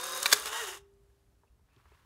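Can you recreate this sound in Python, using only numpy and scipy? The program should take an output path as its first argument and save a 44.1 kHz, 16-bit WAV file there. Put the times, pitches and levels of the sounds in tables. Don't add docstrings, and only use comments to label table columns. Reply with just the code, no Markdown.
import sys
import numpy as np
from scipy import signal
from scipy.fft import rfft, irfft
from scipy.io import wavfile
from scipy.ndimage import map_coordinates

SR = 44100
rng = np.random.default_rng(int(sys.argv[2]) if len(sys.argv) > 2 else 0)


def materialize(psi):
    bounded = np.clip(np.atleast_2d(psi).T, -1, 1)
    quanta = np.round(bounded * 32767).astype(np.int16)
    wavfile.write(sys.argv[1], SR, quanta)


def voltage_ratio(decibels):
    exponent = np.asarray(decibels, float) / 20
    return 10 ** exponent


N = 90404
TIME = np.arange(N) / SR
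HOUSING_HZ = 420


def unit(x):
    return x / np.sqrt(np.mean(x ** 2) + 1e-20)


def along(points, hz):
    f, v = np.transpose(points)
    return np.interp(np.log(hz + 1), np.log(f + 1), v)


def wobble(rate):
    return map_coordinates(rng.standard_normal(int(N * rate / SR) + 4), [TIME * rate])


def coloured(x, spectrum, peaks=()):
    hz = np.fft.rfftfreq(4096, 1 / SR)
    db = along(spectrum, hz)
    for centre, width, height in peaks:
        db = db + height / (1 + (2 * (hz - centre) / width) ** 2)
    cepstrum = irfft(np.log(voltage_ratio(np.maximum(db, -90))))
    cepstrum[1:2048] *= 2
    cepstrum[2049:] = 0
    response = irfft(np.exp(rfft(cepstrum)))
    return signal.fftconvolve(x, response / np.linalg.norm(response))[:len(x)]


def add(out, s, x):
    start = round(s * SR)
    out[start:][:len(x)] += x[:len(out) - start]


def sine(hz, t):
    return np.sin(2 * np.pi * hz * t)


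def chatter(spiky_db, lumpy_db, rate):
    return unit(rng.standard_normal(N) * voltage_ratio(spiky_db * wobble(2500) + lumpy_db * wobble(rate)))


def order_tones(orders, turns, rough):
    out = np.zeros(N)
    for multiple, db in orders:
        level = np.sqrt(2) * voltage_ratio(db + 4 * rough * wobble(18))
        out += level * np.sin(2 * np.pi * multiple * turns + rough * wobble(40))
    return out


def loaded_grind(speed, turns):
    # centre in Hz, dB per Hz
    grind = [(160, -50), (280, -19), (524, -9), (653, -18), (1070, -6), (2060, -13), (3730, -12.5),
             (9310, -13.5), (16000, -23)]
    # centre in Hz, width in Hz, height in dB
    shell = [(1180, 250, 3.5), (1640, 99, 7.5), (3660, 220, 7.5), (5100, 150, 2), (6400, 250, 7),
             (8640, 200, 1.5)]
    # multiple of gear speed, dB over the grind
    orders = [(5, -33), (10, -20), (14, -13), (15, -17), (20, -17), (28, -9), (32, -13), (34.5, -15),
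              (41, -14), (45, -16)]
    # multiple of gear speed, dB over the grind
    mesh_orders = [(102, -9.5), (136, -14), (170, -18)]
    in_tune = np.exp(-((speed - 37) / 2.3) ** 2)
    whine = in_tune * order_tones(mesh_orders, turns, .9) * voltage_ratio(3 * wobble(110))
    teeth = coloured(chatter(spiky_db=2, lumpy_db=1.2, rate=150), grind, shell)
    return teeth + (1 + in_tune) / 2 * order_tones(orders, turns, .5) + whine


def free_rattle(speed, turns):
    # centre in Hz, dB per Hz
    rattle = [(150, -59.5), (290, -20.5), (400, -15.5), (800, -12.5), (2300, -15.5), (4400, -14.5),
              (9600, -11.5), (16000, -22)]
    # centre in Hz, width in Hz, height in dB
    shell = [(885, 67, 4.5), (1075, 47, 7), (1280, 51, 4), (1400, 1500, 11), (1890, 83, 8.1),
             (2854, 410, 12), (3316, 570, 5), (3720, 130, 10), (5336, 300, 3), (6647, 1500, 6)]
    # multiple of gear speed, dB over the rattle at top speed
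    orders = [(19.6, -9), (23.2, -12), (27, -16), (30, -13), (35, -14), (40, -10), (60, -17), (67, -16),
              (80, -18)]
    hum_order, hum_db = 10, -30
    detune_hz = hum_order * speed - HOUSING_HZ
    resonance_db = 18 / (1 + (2 * detune_hz / 105) ** 4)
    brake_db = 6 * np.clip((TIME - .603) / .01, 0, 1)
    hum = voltage_ratio(brake_db + resonance_db) * order_tones([(hum_order, hum_db)], turns, .5)
    teeth = coloured(chatter(spiky_db=2.2, lumpy_db=1.6, rate=90), rattle, shell)
    fade_db = 1.7 * (speed - 48)
    return teeth + voltage_ratio(fade_db) * order_tones(orders, turns, 1.3) + hum


def gears():
    # time in seconds, loaded grind in dB, free rattle in dB
    motor = [(0, -40.5, -59.5), (0.198, -39.5, -61), (0.269, -38.5, -52.5), (.35, -36, -52),
             (0.412, -42, -50.5), (0.445, -43.5, -47), (0.467, -43, -39), (.485, -49.5, -37.5),
             (.51, -55, -41.5), (0.555, -47, -36.5), (0.609, -52, -37), (.65, -59, -38.5), (.7, -61, -40),
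             (.755, -59, -47), (0.775, -55, -53), (.79, -103, -62), (.86, -120, -100)]
    # time in seconds, gear speed in turns/s
    speed_points = [(0, 35.3), (.055, 36.9), (.19, 37.2), (.27, 40), (.34, 42.5), (.47, 41.5), (.5, 42.8),
                    (.53, 45.7), (.6, 48), (.62, 45.8), (.645, 40.4), (.67, 38.3), (.75, 35.6), (.8, 34.5)]
    s, *levels = np.transpose(motor)
    grind_db, rattle_db = (np.interp(TIME, s, level) for level in levels)
    speed = np.interp(TIME, *np.transpose(speed_points))
    turns = np.cumsum(speed) / SR
    return voltage_ratio(grind_db) * loaded_grind(speed, turns) + voltage_ratio(rattle_db) * free_rattle(speed, turns)


def ticks():
    tick_s = [.0125, .04, .0675, .0945, .1218, .1488, .1757, .2021, .2538, .2792, .3042, .3987, .4246,
              .7585]
    tick_db = [-32.5, -25.5, -24.5, -28, -28, -27.5, -26.5, -28, -27, -27, -26, -29.5, -35, -58]
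    # pitch in Hz, level in dB, 60 dB decay in seconds
    tick_ring = [(6530, -9, 0.042), (9307, -1, 0.014)]
    crack_spectrum = [(2000, -25.5), (7000, -6.5), (10000, -1), (14000, -2.5), (16000, -10.5)]  # (Hz, dB)
    out, t = np.zeros(N), TIME[:SR // 20]
    for s, db in zip(tick_s, tick_db):
        ring = sum(voltage_ratio(d + rng.normal(0, 2.7) - 60 * t / t60) * sine(hz, t) for hz, d, t60 in tick_ring)
        crack = coloured(rng.standard_normal(len(t)) * voltage_ratio(-60 * t / .0078), crack_spectrum)
        add(out, s, voltage_ratio(db - 5.5) * (ring + crack))
    return out


def shield():
    snap_s = [.2283, .2575, .2625, .3155, .3247, .3268, .3295, .333, .34, .4572, .472]
    # level in dB, rattle length in seconds, dullness from 0 to 1
    snaps = [(-22.5, .004, .1), (-21, 0.0047, .85), (-24.5, .004, .8), (-25, 0.017, .6), (-23.5, .002, .7),
             (-13.5, 0.0026, 0.4), (-13.5, .0035, 0.6), (-20.5, .003, .5), (-30.5, .007, .6),
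             (-30.5, 0.0038, 0.5), (-35, 0.0053, 1)]
    # centre in Hz, dB per Hz
    dull = [(60, -58), (100, -25), (400, -11.5), (1300, -6.5), (4700, -11), (11400, -16), (16000, -22.5)]
    # centre in Hz, width in Hz, height in dB
    first_slip = [(1200, 300, 5), (2200, 1500, -5), (4100, 400, 4.5), (5350, 250, 12), (8000, 500, 8.5),
                  (14500, 3000, -5)]
    # centre in Hz, width in Hz, height in dB
    slipping = [(450, 900, -17), (1160, 150, 10), (1900, 130, 10), (2340, 86, 8), (2620, 56, 6.5),
                (3700, 450, 7.5), (4740, 200, 6), (5390, 220, 7.5)]
    # centre in Hz, width in Hz, height in dB
    rolling_home = [(1650, 210, 10.5), (2200, 200, 5), (3470, 200, 10.5), (4020, 150, 6.5), (4450, 230, 7),
                    (5240, 240, 6), (6700, 350, 7.5), (7900, 380, 5.5)]
    out, t = np.zeros(N), TIME[:SR // 10]
    for s, (db, length, dullness) in zip(snap_s, snaps):
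        contacts = rng.standard_normal(len(t) + 1) * voltage_ratio(3 * wobble(1500)[:len(t) + 1])
        contacts = dullness * contacts[1:] + (1 - dullness) * np.diff(contacts)
        shape = voltage_ratio(db - 5 * t / length - 60 * np.maximum(t - length, 0) / .014)
        shape = shape * np.minimum(t / (length / 8), 1)
        if s < .24:
            peaks = first_slip
        elif s < .3:
            peaks = slipping
        else:
            peaks = rolling_home
        snap = coloured(contacts * shape, dull, peaks)
        snap = snap * np.linalg.norm(shape) / np.linalg.norm(snap)
        thud = voltage_ratio(db - 36 - 60 * t / .13) * sine(92, t)
        add(out, s, snap + thud)
    return out


def knocks():
    # start in seconds, level in dB
    slip_knocks = [
        (.2577, -18),
        (.2592, -19),
        (.2632, -23),
    ]
    # start in seconds, level in dB
    home_knocks = [
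        (.3247, -25),
        (.3273, -13.5),
        (.3299, -15),
        (.3316, -18.5),
        (.3345, -25),
        (.4575, -41),
    ]
    # pitch in Hz, level in dB, 60 dB decay in seconds
    slip_modes = [(1160, -6, .018), (1410, -4, .015), (1900, -2, .02), (2336, -5, .022), (2645, -5, .022),
                  (3150, -8, .014), (3750, -3, .016), (3910, -5, .016), (4745, -4, .016), (5600, -9, .016),
                  (7660, -11, .014)]
    # pitch in Hz, level in dB, 60 dB decay in seconds
    home_modes = [(1656, -7, .03), (2113, -10, .02), (2350, -11, .02), (3448, -4, .022), (4019, -4, .022),
                  (4441, 0, .012), (4750, -6, .012), (5278, -6, .018), (6540, -9, .02), (6711, -9, .02),
                  (7308, -9, .018), (8040, -11, .018), (10600, -10, .008), (12500, -9, .007)]
    out, t = np.zeros(N), TIME[:SR // 20]
    for hits, modes in ((slip_knocks, slip_modes), (home_knocks, home_modes)):
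        for s, db in hits:
            ring = np.zeros(len(t))
            for hz, mode_db, t60 in modes:
                decay = voltage_ratio(mode_db + rng.normal(0, 2) - 60 * t / t60)
                ring += decay * np.sin(2 * np.pi * hz * t + rng.normal(0, .6))
            add(out, s, voltage_ratio(db) * ring * np.minimum(t / .0004, 1))
    return out


def spring():
    # start in seconds, spring level in dB, housing level in dB
    plucks = [
        (.328, -59.5, -34.5),
        (0.459, -71, -39),
        (0.646, -52.5, -57),
    ]
    spring_hz = 398
    out = np.zeros(N)
    rise = 1 - np.exp(-TIME / .006)
    for s, lasting_db, quick_db in plucks:
        add(out, s, rise * voltage_ratio(lasting_db - 60 * TIME / 1.4) * sine(spring_hz, TIME + s))
        add(out, s, rise * voltage_ratio(quick_db - 60 * TIME / .2) * sine(HOUSING_HZ, TIME))
    return out


def finger_taps():
    # start in seconds, peak level in dB, centre in Hz, 60 dB decay in seconds
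    taps = [(.938, -66, 8000, .01), (1.036, -66.5, 11990, .01), (1.1, -70, 1700, .03),
            (1.434, -59, 1000, 0.024), (1.441, -63, 700, .03), (1.594, -67, 805, .02),
            (1.686, -64, 1400, .03), (1.763, -59, 3295, 0.016), (1.766, -58.5, 220, 0.048),
            (1.8, -57.5, 1400, 0.014), (1.856, -53, 1280, 0.033), (1.917, -56, 600, 0.029),
            (1.92, -55.5, 1500, 0.033), (1.937, -60, 1600, 0.027), (1.975, -63.5, 1800, .02)]
    # centre in Hz, width in Hz, height in dB
    body = [(410, 136, 17.5), (922, 130, 10), (1430, 94, -4), (1680, 180, 6.5)]
    out, t = np.zeros(N), TIME[:SR // 8]
    for s, db, hz, t60 in taps:
        spectrum = [(hz / 5, -22), (hz / 2, -4), (hz, 0), (hz * 1.5, -4), (hz * 2.3, -18), (hz * 4, -40)]
        puff = coloured(rng.standard_normal(len(t)) * voltage_ratio(-60 * t / t60), spectrum, body)
        add(out, s, voltage_ratio(db) * puff / np.abs(puff).max())
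    return out


def creaks():
    # start in seconds, length in seconds, level in dB
    creak_events = [
        (1.468, 0.018, -79),
        (1.69, .11, -79),
        (1.92, 0.038, -75.5),
    ]
    out, t = np.zeros(N), TIME[:SR // 8]
    for s, length, db in creak_events:
        swell = np.sin(np.pi * np.clip(t / length, 0, 1)) ** .5
        slips = rng.standard_normal(len(t)) * voltage_ratio(1.9 * wobble(300)[:len(t)]) * swell
        add(out, s, voltage_ratio(db) * coloured(slips, [(100, -10), (3000, 0), (16000, -30)], [(2620, 450, 18)]))
    return out


def arm_bumps():
    # start in seconds, level in dB, pitch in Hz
    bumps = [
        (1.09, -54, 54.5),
        (1.5, -50, 58.4),
        (1.761, -54.5, 121.5),
        (1.907, -54.5, 71),
    ]
    out, t = np.zeros(N), TIME[:SR // 8]
    for s, db, hz in bumps:
        add(out, s, voltage_ratio(db - 60 * t / .16) * (1 - np.exp(-t / .0093)) * sine(hz, t))
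    return out


def skin_rub():
    # time in seconds, level in dB
    rub = [(1.4, -100), (1.5, -92), (1.66, -86.5), (1.75, -73.5), (1.83, -74), (1.93, -69), (1.99, -70.5),
           (2.05, -72)]
    # centre in Hz, dB per Hz
    skin = [(180, -50), (300, -21), (348, -10), (565, -15), (1230, -5), (3000, -11), (6000, -19.5),
            (16000, -24.5)]
    # centre in Hz, width in Hz, height in dB
    skin_peaks = [(1050, 250, 8), (1678.5, 170, 4)]
    friction = coloured(chatter(spiky_db=.5, lumpy_db=1.5, rate=80), skin, skin_peaks)
    return voltage_ratio(np.interp(TIME, *np.transpose(rub))) * friction


def hands():
    return finger_taps() + creaks() + arm_bumps() + skin_rub()


def room(x):
    # frequency in Hz, 60 dB decay in seconds
    decay = [(300, .5), (1000, 0.4), (6000, .25), (14000, .15)]
    hz, t, z = signal.stft(rng.standard_normal(SR // 2), SR, nperseg=256)
    tail = signal.istft(z * voltage_ratio(-60 * t / along(decay, hz)[:, None]), SR, nperseg=256)[1]
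    delayed = np.pad(x, (200, 0))
    return signal.fftconvolve(delayed, tail / np.linalg.norm(tail))[:N]


def quiet():
    # frequency in Hz, dB per Hz
    rumble_spectrum = [(12, -52.5), (20, -24.5), (35, -9), (54, 2.5), (81, -2), (115, -5), (200, -22.5),
                       (260, -45.5), (440, -120)]
    # frequency in Hz, dB per Hz
    hiss_spectrum = [(88, -38.5), (150, -10), (400, -16), (1200, -23), (2500, -29.5), (12000, -33.5),
                     (14500, -38), (16000, -39.5)]
    rumble = unit(coloured(rng.standard_normal(N), rumble_spectrum) * voltage_ratio(3 * wobble(11)))
    hiss = coloured(rng.standard_normal(N), hiss_spectrum)
    return voltage_ratio(-68.5) * rumble + voltage_ratio(-76 + .8 * wobble(2.6)) * hiss


def scene():
    near = gears() + ticks() + shield() + knocks() + hands()
    return (near + voltage_ratio(-19.5) * room(near) + spring() + quiet())[None]


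def roll_off(x):
    return signal.sosfilt(signal.butter(12, 16490, fs=SR, output="sos"), x)


def record(dry):
    hz = np.fft.rfftfreq(N, 1 / SR)

    def below(edge_hz):
        return np.sin(np.pi / 2 * np.clip((edge_hz - hz) / 200, 0, 1)) ** 2

    band = (below(15850) + voltage_ratio(-34)) * below(16450)
    return roll_off(irfft(rfft(dry) * band, N))


dry = scene()
out = record(dry)
materialize(out)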